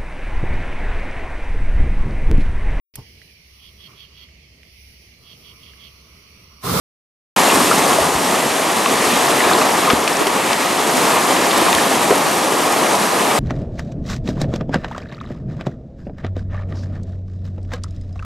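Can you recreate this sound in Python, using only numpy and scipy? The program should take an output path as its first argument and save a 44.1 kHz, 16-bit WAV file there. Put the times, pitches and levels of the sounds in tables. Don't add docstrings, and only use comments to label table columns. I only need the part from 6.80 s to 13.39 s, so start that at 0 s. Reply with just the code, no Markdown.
import sys
import numpy as np
from scipy import signal
from scipy.fft import rfft, irfft
from scipy.io import wavfile
from scipy.ndimage import uniform_filter1d

SR = 44100
rng = np.random.default_rng(int(sys.argv[2]) if len(sys.argv) > 2 else 0)


def master_out(mix):
    frames = np.transpose(np.atleast_2d(mix))
    ceiling = np.clip(frames, -1, 1)
    pcm = np.round(ceiling * 32767).astype(np.int16)
    wavfile.write(sys.argv[1], SR, pcm)


N = 290619


def gain_of(db):
    return 10 ** (np.asarray(db) / 20)


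def unit_rms(x):
    return x / np.sqrt(np.mean(x ** 2) + 1e-20)


def curve_at(points, hz):
    freq_hz, value = np.transpose(points)
    return np.interp(np.log(hz + 1), np.log(freq_hz + 1), value)


def place(mix, start_s, sound, left_db=0):
    part = mix[:, round(start_s * SR):][:, :len(sound)]
    part += gain_of([[left_db / 2], [-left_db / 2]]) * sound[:part.shape[1]]


def ring(hz, t60_s, glide, attack_cycles):
    t = np.arange(round(t60_s * SR) + 8) / SR
    wave = np.sin(2 * np.pi * hz * (t + glide * t ** 2 / (2 * t60_s))) * gain_of(-60 * t / t60_s)
    wave *= 1 - np.exp(-t * hz / attack_cycles)
    return wave / abs(wave).max()


def fizz(per_s_at_1khz, spread_db, t60_cycles):
    out = np.zeros(N)
    for hz in np.geomspace(150, 14000, 32):
        onsets = rng.random(N) < per_s_at_1khz / SR * (hz / 1000) ** .6
        strength = gain_of(spread_db * np.minimum(rng.exponential(1, N), 5))
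        bubble = ring(hz, t60_cycles / hz, glide=0.27, attack_cycles=0.25)
        out += np.sqrt(hz) * unit_rms(signal.oaconvolve(onsets * strength, bubble)[:N])
    return unit_rms(out)


def churn():
    # freq_hz, share
    bubble_share = [(150, 0.37), (600, 0.17), (2500, 0.19), (6000, 0.16), (13000, 0.34)]
    # time_s, roar_db, splash_db, spray_db
    loudness = [(0.6, -15.5, -19, -21), (0.76, -16.5, -19.5, -20.5), (0.86, -19, -21, -21),
                (1.13, -16.5, -22, -22.5), (1.3, -19.5, -25, -25), (1.75, -20.5, -23.5, -25.5),
                (2.1, -20, -23.5, -25), (2.3, -19.5, -20.5, -23), (2.8, -16.5, -22, -24.5),
                (3.08, -18.5, -22, -25.5), (3.16, -21, -26, -28), (3.55, -20.5, -24.5, -27),
                (3.75, -21.5, -22, -26.5), (4.05, -20.5, -23, -26), (4.2, -18, -21, -23),
                (4.6, -19, -22, -25), (4.85, -17.5, -20.5, -23.5), (5.05, -19, -23, -24.5),
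                (5.45, -19, -23.5, -25.5), (5.9, -18.5, -24, -25), (6.55, -17, -23, -25)]
    # freq_hz, roar_weight, splash_weight, spray_weight
    band_weights = [(300, 0.25, 0., 0.63), (800, 1, 0, 0.011), (2360, 0, 0.94, 0), (8000, 0.029, 0, 0.97)]
    frames = dict(fs=SR, nperseg=512, noverlap=384)
    layers = []
    for _ in range(2):
        hz, t, foam = signal.stft(rng.standard_normal(N), **frames)
        bubbles = signal.stft(fizz(per_s_at_1khz=60, spread_db=1.72, t60_cycles=9.1), **frames)[2]
        share = curve_at(bubble_share, hz)[:, None]
        water = np.sqrt(1 - share) * foam + np.sqrt(share) * bubbles
        patches = uniform_filter1d(rng.standard_normal(foam.shape), size=7, axis=0)
        patches_db = 0.63 * unit_rms(uniform_filter1d(patches, size=18, axis=1))
        layers.append(water * gain_of(patches_db))
    time_s, *levels_db = np.transpose(loudness)
    curves_db = [np.interp(t, time_s, db - db.mean()) for db in levels_db]
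    band_hz, *columns = np.transpose(band_weights)
    weights = np.transpose([curve_at(np.transpose([band_hz, column]), hz) for column in columns])
    flicker_db = 0.61 * unit_rms(uniform_filter1d(rng.standard_normal(len(t)), size=9))
    return signal.istft(layers * gain_of(weights @ curves_db + flicker_db), **frames)[1][:, :N]


def river():
    # freq_hz, relative_density_db
    foam_spectrum = [(15, -59), (25, -27), (86, -15), (173, -3), (281, 2), (567, 1), (703, 2.5), (1200, 1),
                     (1490, -6), (1850, -4.5), (2120, -6.5), (4870, -13), (8810, -13.5), (12800, -19.5),
                     (15500, -41)]
    # freq_hz, coherence
    port_coherence = [(60, .998), (250, .99), (420, .965), (520, .81), (775, .75), (950, .94), (1150, .89),
                      (1300, .6), (1460, .5), (1650, .82), (2600, .93), (8000, .92), (10000, .975),
                      (12000, .999)]
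    # freq_hz, left_db
    port_balance = [(60, 0), (250, .3), (500, 1.3), (770, 2.4), (1150, .4), (2500, .4), (5500, -1),
                    (10000, -.1), (15000, 0)]
    # freq_hz, lead_rad
    port_lead = [(100, 0), (520, .04), (720, .36), (870, 0), (1130, -.58), (1380, .1), (1600, -.2),
                 (4500, -.16), (8300, .17), (11000, 0)]
    mid, side = rfft(churn())
    hz = np.fft.rfftfreq(N, 1 / SR)
    coherence = curve_at(port_coherence, hz)
    mid *= np.sqrt((1 + coherence) / 2)
    side *= np.sqrt((1 - coherence) / 2)
    skew = gain_of(curve_at(port_balance, hz) / 2) * np.exp(.5j * curve_at(port_lead, hz))
    ports = np.array([(mid + side) * skew, (mid - side) / skew])
    roar = irfft(ports * gain_of(curve_at(foam_spectrum, hz)), N)
    return gain_of(-15) * unit_rms(roar)


def hull_thumps():
    # start_s, peak_db, pitch_hz, t60_s
    waves = [(1.21, -28, 80, 0.22), (1.35, -26, 70, 0.1), (3.1339, -3.5, 280, 0.021),
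             (3.144, -32.5, 74, 0.31), (4.951, -31, 80, .2)]
    out = np.zeros((2, N))
    for start_s, peak_db, pitch_hz, t60_s in waves:
        place(out, start_s, -gain_of(peak_db) * ring(pitch_hz, t60_s, glide=-0.24, attack_cycles=0.096))
    return out


def camera_knocks():
    # start_s, peak_db, pitch_hz, t60_s, sign (left port in +1, out -1)
    knocks = [(3.417, -4, 600, 0.004, 1), (4.1806, -9, 330, 0.0076, -1), (4.8656, -4, 550, 0.0026, 1),
              (5.478, -12, 300, .01, -1)]
    out = np.zeros((2, N))
    for start_s, peak_db, pitch_hz, t60_s, sign in knocks:
        knock = ring(pitch_hz, t60_s, glide=-0.3, attack_cycles=0.54)
        place(out, start_s, sign * gain_of(peak_db) * knock)
    return out * [[1], [-1]]


def splashes():
    # start_s, level_db, centre_hz, width_octaves, t60_s, left_db
    bursts = [(2.0595, -4.5, 2000, .7, 0.014, 1.5), (2.603, -21, 1900, .25, .16, 7),
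              (3.1005, -6.5, 1800, 1, 0.057, 4), (3.2765, -10.5, 3000, 0.98, 0.035, 4),
              (3.469, -4, 1500, 2.2, 0.019, 0), (3.73, -9, 3500, 1.1, 0.02, 2.5),
              (4.168, -20, 8000, .6, .1, .5), (4.707, -16.5, 3680, .4, 0.061, -1),
              (4.775, -16.5, 9000, 0.39, .05, -2), (4.86, -14, 890, .5, 0.22, 5),
              (4.9285, -3, 2500, .8, 0.011, 6), (4.949, -1, 4500, 1.2, .009, 1.5),
              (5.306, -10.5, 990, 0.82, 0.092, -3), (5.923, -13, 8000, .7, .02, 0),
              (6.151, -8.5, 4500, 0.64, 0.012, 5)]
    length, attack_s = 4096, 0.001
    t = np.arange(length) / SR
    hz = np.fft.rfftfreq(length, 1 / SR) + 1
    out = np.zeros((2, N))
    for start_s, level_db, centre_hz, width_octaves, t60_s, left_db in bursts:
        band = np.exp(-.5 * (np.log2(hz / centre_hz) / width_octaves) ** 2) / np.sqrt(hz)
        noise = unit_rms(irfft(rfft(rng.standard_normal(length)) * band))
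        envelope = gain_of(-60 * t / t60_s) * (1 - np.exp(-t / attack_s))
        place(out, start_s, gain_of(level_db) * noise * envelope, left_db)
    return out


def plops():
    # start_s, peak_db, pitch_hz
    bubbles = [(0.7009, -9, 2660), (0.9125, -4, 1280), (0.92, -9, 1320), (0.9834, -14, 6290),
               (1.0804, -11, 8830), (1.1295, -13, 3140), (1.1851, -5.5, 630), (2.0601, -8.5, 1090),
               (2.6046, -7, 1900), (2.619, -15, 1900), (2.629, -15, 1720), (2.6392, -13, 2270),
               (2.65, -14, 2400), (2.6954, -9.5, 1700), (2.7121, -9, 1210), (2.7221, -12, 1500),
               (2.7343, -9, 4110), (2.7498, -10, 980), (2.8142, -12, 2540), (2.817, -9.5, 1180),
               (3.074, -11, 1200), (3.0795, -10, 1086), (3.087, -9, 1050), (3.1013, -10, 5560),
               (3.104, -11, 1190), (3.1065, -13, 1450), (3.1113, -14, 474), (3.2764, -8.5, 2580),
               (3.3303, -14, 5300), (3.3698, -13, 5780), (3.4692, -13, 390), (4.2779, -9, 990),
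               (4.5202, -12, 740), (4.7154, -11, 3470), (4.8823, -8, 1080), (4.9246, -16, 13000),
               (4.9292, -9.5, 3640), (4.9494, -12, 9500), (4.9832, -12, 1750), (5.3056, -5.5, 413),
               (5.317, -9, 486), (5.3245, -10, 724), (5.333, -13, 594), (5.3558, -8, 10000),
               (6.0286, -12, 1115)]
    t60_cycles = 23
    out = np.zeros((2, N))
    for start_s, peak_db, pitch_hz in bubbles:
        plop = ring(pitch_hz, t60_cycles / pitch_hz, glide=0.044, attack_cycles=1.7)
        place(out, start_s, gain_of(peak_db) * plop, left_db=1.5)
    return out


def scene():
    return river() + hull_thumps() + camera_knocks() + splashes() + plops()


def record(dry):
    start_s, ramp_s = 0.5625, 0.001
    low_cut_hz, high_cut_hz = 42, 15600
    gate = np.clip((np.arange(N) / SR - start_s) / ramp_s, 0, 1)
    thinned = signal.sosfilt(signal.butter(2, low_cut_hz, "high", fs=SR, output="sos"), dry * gate)
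    limited = 1.544 * np.tanh(thinned / 1.441)
    lowpass = signal.firwin(511, high_cut_hz, window=("kaiser", 9), fs=SR)
    return signal.oaconvolve(limited, lowpass[None], "same")


dry = scene()
out = record(dry)
master_out(out)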